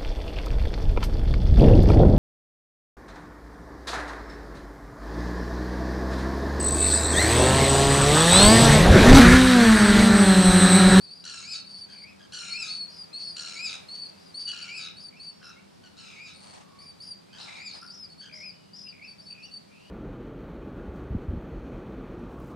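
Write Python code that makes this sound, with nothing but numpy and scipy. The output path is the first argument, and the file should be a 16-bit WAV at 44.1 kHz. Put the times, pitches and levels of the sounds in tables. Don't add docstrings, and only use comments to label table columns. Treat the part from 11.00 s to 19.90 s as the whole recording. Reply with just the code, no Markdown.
import sys
import numpy as np
from scipy import signal
from scipy.fft import rfft, irfft, next_fast_len
from scipy.io import wavfile
from scipy.ndimage import map_coordinates

SR = 44100
rng = np.random.default_rng(int(sys.argv[2]) if len(sys.argv) > 2 else 0)


def inscribe(sig):
    pcm = np.round(np.clip(np.atleast_2d(sig).T, -1, 1) * 32767)
    wavfile.write(sys.argv[1], SR, pcm.astype(np.int16))


N = 392490


def amp(db):
    return 10 ** (np.asarray(db) / 20)


def unit(x):
    return x / np.sqrt(np.mean(x ** 2) + 1e-20)


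def along(points, hz):
    f, v = np.transpose(points)
    return np.interp(np.log(hz + 1), np.log(f + 1), v)


def curves(rows, at):
    axis, *columns = np.transpose(rows)
    return [np.interp(at, axis, column) for column in columns]


def wobble(rate, n):
    return map_coordinates(rng.standard_normal(1024), [np.arange(n) * rate / SR], mode="wrap")


def filtered(x, response):
    n = x.shape[-1]
    m = next_fast_len(n + SR // 10)
    return irfft(rfft(x, m) * response(np.fft.rfftfreq(m, 1 / SR)), m)[..., :n]


def band_rms(x, lo_hz, hi_hz):
    return np.std(filtered(x, lambda hz: (hz > lo_hz) & (hz < hi_hz))) + 1e-12


def clock(length):
    return np.arange(int(max(length, .01) * SR)) / SR


def turns(hz):
    return 2 * np.pi * np.cumsum(hz) / SR


def fade(t, rise, fall):
    return np.clip(t / rise, 0, 1) * np.clip((t[-1] - t) / fall, 0, 1)


def add(track, s, x):
    part = track[max(int(s * SR), 0):][:len(x)]
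    part += x[:len(part)]


def rush(spectrum):
    # f/Hz, left-right correlation
    correlation = [(40, 0.35), (120, 0.2), (200, 0.15), (300, -0.72), (550, -0.71), (1000, -0.35),
                   (2500, 0.39), (8000, 0.204)]

    def mid_side_gains(hz):
        angle = np.arccos(np.clip(along(correlation, hz), -1, 1)) / 2
        return amp(along(spectrum, hz)) * [np.cos(angle), np.sin(angle)]

    mid, side = filtered(rng.standard_normal((2, N)), mid_side_gains)
    return unit(np.array([mid + side, mid - side]))


def harbour_rumble():
    # f/Hz, relative density/dB
    spectrum = [(20, -41), (45, -18.5), (60, -22), (80, -6.5), (115, -7.5), (175, -6.5), (250, -5),
                (400, -7), (1000, -13.5), (1900, -20), (3300, -22), (4600, -19), (6200, -27.5), (9200, -29),
                (11500, -37), (15000, -43)]
    # t/s, relative level/dB
    air_levels = [(0.0, -68), (2.87, -63), (4.19, -67.5), (6.72, -67), (7.68, -68.5), (8.9, -67.5)]
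    air_db, = curves(air_levels, np.arange(N) / SR)
    noise = rush(spectrum)
    low = filtered(noise, lambda hz: 1 / (1 + (hz / 350) ** 4))
    high = noise - low
    rumble = amp(-60.5) * low / band_rms(low, 70, 326)
    air = amp(air_db + 4.5 + .18 * wobble(3.65, N)) * high / band_rms(high, 494, 1020)
    return rumble + air


def engine_hum():
    def drone(hz, drift):
        phase = 2 * np.pi * hz * np.arange(N) / SR
        pair = [wobble(drift, N) * np.sin(phase) + wobble(drift, N) * np.cos(phase) for _ in range(2)]
        return unit(np.array(pair))

    return amp(-63) * drone(hz=198.5, drift=12) + amp(-64) * drone(hz=167.6, drift=24)


def wavers():
    # t/s, length/s, f/Hz, swing rate/Hz, level/dB
    calls = [(0.003, 0.15, 4550, 11, -47), (0.14, 0.1, 4750, 19, -51), (0.893, 0.115, 4560, 36, -48.5),
             (0.978, 0.077, 4510, 8.7, -46)]
    out = np.zeros(N)
    for start, length, hz, swing_hz, db in calls:
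        t = clock(length)
        n = len(t)
        swing = .0318 * np.cos(2 * np.pi * swing_hz * t)
        phase = turns(hz * (1 - swing + .012 * wobble(110, n) + .026 * wobble(1400, n)))
        tone = unit(np.sin(phase) + amp(-19.5) * np.sin(2 * phase))
        add(out, start, amp(db + 2.6 * wobble(118, n)) * fade(t, .013, .015) * tone)
    return out


def shore(x):
    # f/Hz, time to fall 60 dB/s
    decay = [(500, 0.79), (2500, 0.42), (5000, 0.35), (10000, 0.077)]
    hz, t, noise = signal.stft(rng.standard_normal((2, SR)), SR, nperseg=256)
    mid, side = signal.istft(noise * amp(-60 * t / along(decay, hz)[:, None]), SR, nperseg=256)[1]
    tail = mid + amp(-1.5) * np.array([side, -side])
    return signal.fftconvolve(x[None], tail / np.linalg.norm(tail[0]), axes=1)[:, :N]


def hoarse(glide_hz, flutter):
    n = len(glide_hz)
    phase = turns(glide_hz * (1 + .07 * flutter * wobble(900, n)))
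    beats = amp(6.7 * flutter * np.sin(turns(58 * (1 + .46 * wobble(66, n)))))
    tone = np.sin(phase) + amp(-19) * np.sin(2 * phase)
    return fade(np.arange(n) / SR, .028, .025) * unit(beats * tone)


def colony(count=44, registers_hz=(2446, 4840)):
    out = np.zeros(N)
    for i, (when, tune, span, size, flutter) in enumerate(rng.random((count, 5))):
        t = clock(.06 + .12 * span)
        glide_hz = registers_hz[i % 2] * (.84 + .2 * tune + .1 * np.sin(2.4 * t / t[-1]))
        call = amp(-68.5 + 8 * (size - .5)) * hoarse(glide_hz, .2 + .6 * flutter)
        add(out, (i + when) / count * N / SR, call)
    return out


def lapping(count=60):
    out, t = np.zeros((2, N)), clock(.11)
    for when, (tune, size, side) in zip(rng.uniform(0, N / SR, count), rng.standard_normal((count, 3))):
        rising_hz = 640 * np.exp(.2 * tune) * (1 + .5 * t)
        ring = np.sin(turns(rising_hz)) * np.exp(-t / .018) * fade(t, .008, .02)
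        for channel, weight in zip(out, (np.cos(side), np.sin(side + 1))):
            add(channel, when, amp(-61 + 2 * size) * weight * ring)
    return out


def rasp(pitch, rough, beat_hz, depth_db):
    n = len(pitch)
    cycle = turns(beat_hz * (1 + .24 * wobble(110, n))) - 2.4
    beat = np.tanh(1.5 * np.cos(cycle))
    jitter = .04 * rough * wobble(1100, n) + .018 * wobble(110, n)
    phase = turns(pitch * (1 + jitter + .035 * rough * np.sin(cycle)))
    tone = np.zeros(n)
    for k in range(1, 9):
        flicker = 1 + .85 * rough * (wobble(750, n) + 1j * wobble(750, n))
        swell_db = depth_db * beat * min(k / 3, 1) + 2.3 * wobble(110, n)
        tone += np.real(flicker * np.exp(1j * (k * phase + k * k))) * amp(swell_db)
    breath = rng.standard_normal(SR)[:n] * amp(depth_db * beat)
    return unit(tone) + .3 * rough * unit(breath)


def throat_and_bill(voice, t, focus_hz, closing):
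    # f/Hz, gain/dB
    open_throat = [(900, -16), (1350, 0.5), (2000, 3), (2700, 0.5), (3300, 7), (4000, 2.5), (4900, 6.5),
                   (5800, -1.5), (7000, -3.5), (8500, -8.5), (10000, -17), (12000, -39)]
    # f/Hz, gain/dB
    closing_throat = [(900, -34), (1300, -1), (2000, 6), (2550, 1), (3100, 5.5), (3800, 9.5), (4500, -1.5),
                      (5200, 2), (5900, 1), (6600, 0), (8000, -8.5), (10000, -10), (12000, -47)]

    def stressed(centre_hz, db):
        peak_db = lambda hz: db * np.exp(-((hz - centre_hz) / 480) ** 2)
        return unit(filtered(voice, lambda hz: amp(along(open_throat, hz) + peak_db(hz))))

    gape = np.exp(-(t / .066) ** 2)
    open_voice = gape * stressed(4160, db=9) + (1 - gape) * stressed(focus_hz, db=6.5)
    closing_voice = filtered(voice, lambda hz: amp(along(closing_throat, hz)))
    return (1 - closing) * unit(open_voice) + closing * unit(closing_voice)


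def clear_note(from_crest, crest_hz, note_db, octave_db):
    n = len(from_crest)
    arch = .85 + .15 * np.exp(-(from_crest / np.where(from_crest < 0, .05, .04)) ** 2)
    phase = turns(crest_hz * arch * (1 + .017 * wobble(900, n) + .008 * wobble(150, n)))
    fundamental = amp(note_db) * np.exp(-((from_crest + .016) / .063) ** 6) * np.sin(phase)
    swell = np.exp(-((from_crest - .022) / .021) ** 2) + .5 * np.exp(-((from_crest + .0027) / .085) ** 4)
    overtones = np.sin(2 * phase) + amp(-11.5) * np.sin(3 * phase) + amp(-25.5) * np.sin(4 * phase)
    return np.sqrt(2) * (fundamental + amp(octave_db) * swell * overtones) * amp(2 * wobble(170, n))


def squawks(lead_in_s=.19, near_db=-47):
    # start t/s, crest t/s, crest f/Hz, rasp f/Hz, opening level/dB, closing level/dB,
    # closing length/s, brightness/dB, lead-in level/dB, note level/dB, octave level/dB,
    # stressed resonance f/Hz, roughness/0-1, beat depth/dB
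    calls = [(0.237, 0.509, 2554, 1351, -45, -45, 0.11, 1, -68, -50.5, -40, 4460, 0.68, 3),
             (1.319, 1.597, 2641, 1379, -43, -45, 0.16, 1.5, -50, -39, -40, 3780, 0.47, -1.5),
             (2.36, 2.639, 2566, 1346, -41, -43.5, 0.16, -0.5, -56, -40.5, -38, 4260, 0.69, 4.5),
             (3.468, 3.765, 2594, 1387, -44.5, -46.5, 0.16, -4, -56, -42.5, -44.5, 2600, 0.69, 5),
             (4.966, 5.241, 2516, 1279, -54, -53, 0.11, -3, -58.5, -49.5, -55.5, 2690, 0.61, -1),
             (6.381, 6.649, 2500, 1297, -49.5, -56, 0.14, -11.5, -48.5, -49.5, -45, 3700, 0.66, 7)]
    out, to_shore = np.zeros((2, N))
    for (start, crest, crest_hz, rasp_hz, open_db, close_db, closing_s, bright_db,
         lead_db, note_db, octave_db, focus_hz, roughness, beat_db) in calls:
        t = clock(crest + closing_s - start)
        from_crest = start + t - crest
        after = np.maximum(from_crest, 0)
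        closing = np.clip(from_crest / .0377, 0, 1)
        opening_db = open_db - 14 * np.exp(-t / .0076) - 19.5 * t
        yield_db = 9 * np.exp(-((from_crest + .015) / .04) ** 2)
        level_db = (1 - closing) * opening_db + closing * close_db - yield_db
        scoop = 1 + .24 * np.exp(-t / .035) - .31 * np.exp(-t / .012)
        pitch = (1 - closing) * rasp_hz * scoop + closing * 1304 * (1 - .118 * after)
        rough = roughness + .25 * np.exp(-t / .07) + .08 * closing
        beat_hz = 76 + 6 * np.exp(-t / .08) + 8 * closing
        depth_db = beat_db + 8 * np.exp(-t / .022) + 24 * after
        voice = throat_and_bill(rasp(pitch, rough, beat_hz, depth_db), t, focus_hz, closing)
        high = filtered(voice, lambda hz: 1 - 1 / (1 + (hz / 5500) ** 16))
        low = voice - high
        body = amp(1.5) * low / band_rms(low, 2930, 5630)
        treble_db = bright_db - 5.5 - 7 * np.exp(-t / .004) - 60 * after
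        treble = amp(treble_db) * high / band_rms(high, 5500, 6930)
        note = clear_note(from_crest, crest_hz, note_db, octave_db)
        call = fade(t, .004, .055) * (amp(level_db) * (body + treble) + note)
        lead_hz = np.full(len(clock(lead_in_s)), .91 * crest_hz)
        add(call, crest - lead_in_s - start, amp(lead_db) * hoarse(lead_hz, flutter=.97))
        add(out, start, call)
        echo_db = -5 + .3 * (near_db - open_db)
        add(to_shore, start, amp(echo_db) * call)
    return out, to_shore


def whistles():
    # t/s, length/s, f/Hz, relative level/dB
    calls = [(0.494, 0.13, 4470, -51.5), (0.643, 0.15, 4565, -55.5), (0.738, 0.12, 4593, -51.5),
             (1.677, 0.19, 4440, -45), (1.883, 0.17, 4883, -55), (2.129, 0.19, 4435, -46.5),
             (2.185, 0.18, 4870, -56), (2.884, 0.19, 4460, -49.5), (3.341, .19, 4584, -47),
             (3.743, 0.11, 4650, -55), (3.965, 0.13, 4630, -54), (4.195, 0.12, 4577, -52),
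             (3.17, 0.15, 4875, -66.5), (5.785, 0.13, 4746, -58.5), (6.001, 0.14, 4820, -52),
             (6.895, .168, 5157, -54), (7.323, 0.19, 5103, -53.5), (7.732, 0.18, 5080, -54)]
    # f/Hz, late swell/dB, octave level/dB
    shapes = [(4400, 0.5, -21.5), (4790, 5.5, -13), (4990, 3.5, -30)]
    # f/Hz, share of pitch
    warbles = [(4420, .045), (4560, .09), (4750, .14), (4880, .17), (5100, .135)]
    # f/Hz, share of pitch
    drops = [(4450, .02), (4750, .05), (4900, .13), (5100, .15)]
    out = np.zeros(N)
    for start, length, hz, db in calls:
        t = clock(length)
        progress, n = t / t[-1], len(t)
        swell_db, octave_db = curves(shapes, hz)
        begins = np.interp(hz, [4500, 4900], [.28, .06])
        uneven = np.interp(hz, [4500, 4900], [.35, .1])
        warbling = np.interp(progress, [begins - .04, begins + .1, .55, .63], [0, 1, 1, 0])
        width = warbling * along(warbles, hz) * min(length / .12, 1) ** 2
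        cycle = turns(48 * (1 + uneven * wobble(60, n)))
        flick = np.abs(np.sin(cycle / 2)) ** 3 * (1 + uneven * wobble(50, n))
        shake = width * (flick - .17)
        rise = 1 - .085 * np.exp(-t / .018) + .008 * np.exp(-((progress - .28) / .17) ** 2)
        drop = along(drops, hz) * np.exp((t - t[-1]) / .014)
        wander = .02 * uneven * (wobble(40, n) + wobble(200, n))
        grit = (.001 + .02 * uneven + .4 * uneven * width) * wobble(1400, n)
        phase = turns(hz * (rise - drop + shake + wander + grit))
        level_db = db + swell_db * np.interp(progress, [.55, .66], [-.4, .6]) - 4 * progress ** 14
        level_db += 1.95 * wobble(130.6, n) - 40 * shake
        octave = amp(octave_db + 1.17 * wobble(37.3, n)) * np.sin(2 * phase)
        tone = np.sin(phase) + octave + amp(-58) * np.sin(3 * phase)
        tremor = unit(filtered(rng.standard_normal(SR)[:n], lambda f: 1 / (1 + (f / 2300) ** 4)))
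        call = 3.64 * amp(level_db) * tone * (1 + amp(-18) * warbling * tremor) * fade(t, .005, .006)
        add(out, start, call)
        add(out, start + rng.uniform(.004, .014), .33 * call)
    return out


def keks():
    # t/s, length/s, f/Hz, relative level/dB
    calls = [(0.885, 0.094, 1590, -60), (1.193, 0.079, 1617, -59.5), (4.407, 0.063, 1560, -67),
             (4.425, 0.13, 1337, -58.5), (4.835, 0.063, 1483, -58), (6.327, 0.074, 1585, -56),
             (7.209, 0.096, 1583, -54.5)]
    # f/Hz, gain/dB
    throat = [(900, -22), (1500, -3.5), (2300, -3), (3100, -2), (4600, -2.5), (6500, -16), (9000, -28.5),
              (12000, -55)]
    out = np.zeros(N)
    for start, length, hz, db in calls:
        t = clock(length)
        voice = rasp(hz * (1.02 - .054 * t / t[-1]), rough=.5, beat_hz=78, depth_db=6)
        voice = filtered(voice, lambda f: amp(along(throat, f)))
        add(out, start, amp(db) * fade(t, .0042, .026) * unit(voice))
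    return out


def rattles(beat_hz=66.6, rise=.14):
    # start t/s, note t/s, crest t/s, crest f/Hz, relative rattle and note levels/dB
    calls = [(.93, 1.035, 1.1, 2580, -63, -57), (4.104, 4.135, 4.185, 2640, -63, -60),
             (7.29, 7.4, 7.46, 2500, -58, -51), (7.92, 8.012, 8.062, 2590, -59, -53),
             (8.3, 8.38, 8.47, 2840, -61, -57)]
    out = np.zeros(N)
    for start, opens, crest, hz, rattle_db, note_db in calls:
        t = clock(crest + .045 - start)
        n, now = len(t), start + t
        clear = np.clip((now - opens) / .0044, 0, 1)
        cycle = turns(beat_hz * (1 + .2 * wobble(60, n)))
        beats = unit(np.sin(cycle / 2) ** 10 * amp(2.5 * wobble(70, n)))
        sinking = 1 - rise + .8 * (opens - now) + .035 * wobble(900, n)
        below_crest = np.sin(np.pi / 2 * (now - crest) / (crest - opens)) ** 2
        rising = 1 - rise * below_crest + .026 * wobble(700, n)
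        phase = turns(hz * ((1 - clear) * sinking + clear * rising))
        tone = np.sin(phase) + amp(-5.5) * np.exp(-((now - crest) / .036) ** 2) * np.sin(2 * phase)
        level = (1 - clear) * amp(rattle_db) * beats + clear * amp(note_db + 2 * wobble(138, n))
        add(out, start, np.sqrt(2) * fade(t, .004, .052) * tone * level)
    return out


def pips():
    # t/s, length/s, crest f/Hz, crest level/dB
    calls = [(1.492, 0.081, 4376, -37), (3.604, 0.048, 4580, -42.5), (3.048, 0.057, 4780, -46),
             (6.872, 0.047, 4653, -48), (7.088, 0.052, 4470, -51.5), (7.176, 0.068, 4520, -46.5),
             (8.067, 0.064, 4620, -44.5), (8.18, 0.044, 4620, -50.5), (8.254, 0.083, 4600, -45),
             (8.423, 0.04, 4590, -44.5), (8.509, 0.077, 4590, -43.5)]
    out = np.zeros(N)
    for start, length, hz, db in calls:
        t = clock(length)
        n = len(t)
        off_crest = (t / t[-1] / .606 - 1) ** 2
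        phase = turns(hz * (1 - .0378 * off_crest + .01 * wobble(300, n) + .01 * wobble(1400, n)))
        tone = unit(np.sin(phase) + amp(-20) * np.sin(2 * phase))
        level_db = db - 12.5 * off_crest + 3.8 * wobble(119, n)
        add(out, start, amp(level_db) * fade(t, .006, .005) * tone)
    return out


def washes():
    # t/s, length/s, level/dB
    swells = [(2.7, 0.13, -53.5), (5.408, 0.23, -51), (6.355, 0.28, -50.5), (6.737, 0.066, -49)]
    # f/Hz, relative density/dB
    spectrum = [(250, -23), (500, -10), (850, -4), (1600, -15), (3000, -17), (6000, -20), (9000, -23),
                (12000, -53)]
    t = np.arange(N) / SR
    level = sum(amp(db) * np.exp(-(2 * (t - start) / length - 1) ** 4) for start, length, db in swells)
    return level * unit(rush(spectrum) * amp(1.8 * wobble(70, N)))


def far_notes():
    # t/s, length/s, first f/Hz, last f/Hz, relative level/dB, flutter (about 0-1)
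    calls = [(3.462, 0.073, 2910, 2923, -42.5, 0.16), (4.423, 0.092, 5000, 5290, -54, 0.83),
             (4.405, 0.13, 1500, 1380, -57.5, 1.02), (4.549, 0.074, 2070, 2305, -61, 0.3),
             (5.598, 0.26, 1164, 1113, -66.5, 0.73), (6.715, 0.096, 5200, 4890, -52, 0.2),
             (6.8, 0.075, 1290, 1442, -54, 1.02), (7.3, 0.14, 630, 612, -67.5, 0.07),
             (7.515, 0.244, 3010, 2880, -73.5, 0.28), (7.85, 0.057, 2680, 2840, -54.5, 0.54),
             (8.2, 0.084, 5360, 5170, -62.5, 0.45), (8.713, 0.27, 2450, 2970, -65, 0.6)]
    out = np.zeros(N)
    for start, length, first_hz, last_hz, db, flutter in calls:
        t = clock(length)
        glide_hz = first_hz + (last_hz - first_hz) * np.sin(np.pi / 2 * t / t[-1])
        add(out, start, amp(db) * hoarse(glide_hz, flutter))
    return out


def chatters():
    # t/s, length/s, f/Hz, squeak rate/Hz, level/dB, relative octave level/dB
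    calls = [(5.335, 0.24, 4420, 112, -56, -6), (6.39, 0.07, 3950, 88, -51, -20),
             (6.412, 0.045, 5100, 88, -50.5, -20), (6.708, 0.058, 4350, 83, -45.5, -26),
             (6.81, 0.08, 5100, 86, -51, -16)]
    out = np.zeros(N)
    for start, length, hz, rate, db, octave_db in calls:
        t = clock(length)
        n = len(t)
        cycle = turns(rate * (1 + .2 * wobble(90, n)))
        phase = turns(hz * (1 - .02 * np.sin(cycle) + .045 * wobble(1500, n)))
        pulses = (.25 + np.sin(cycle / 2) ** 4) * amp(2 * wobble(90, n))
        tone = np.sin(phase) + amp(octave_db) * np.sin(2 * phase)
        add(out, start, amp(db) * fade(t, .004, .006) * unit(pulses * tone))
    return out


def scene():
    harsh, harsh_to_shore = squawks()
    thin = whistles() + wavers() + pips() + chatters()
    far = rattles() + keks() + far_notes()
    left = np.array([[.5], [-.5]])
    drift_db = wobble(4.9, N)
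    direct = harsh * amp(2 * left) + thin * amp((3.5 + drift_db) * left) + far * amp(left + 3.4)
    echo = shore(harsh_to_shore + amp(-10) * thin + amp(-3) * far + colony())
    return direct + echo + harbour_rumble() + engine_hum() + washes() + lapping()


def record(dry):
    return filtered(dry, lambda hz: hz < 15200)


dry = scene()
out = record(dry)
inscribe(out)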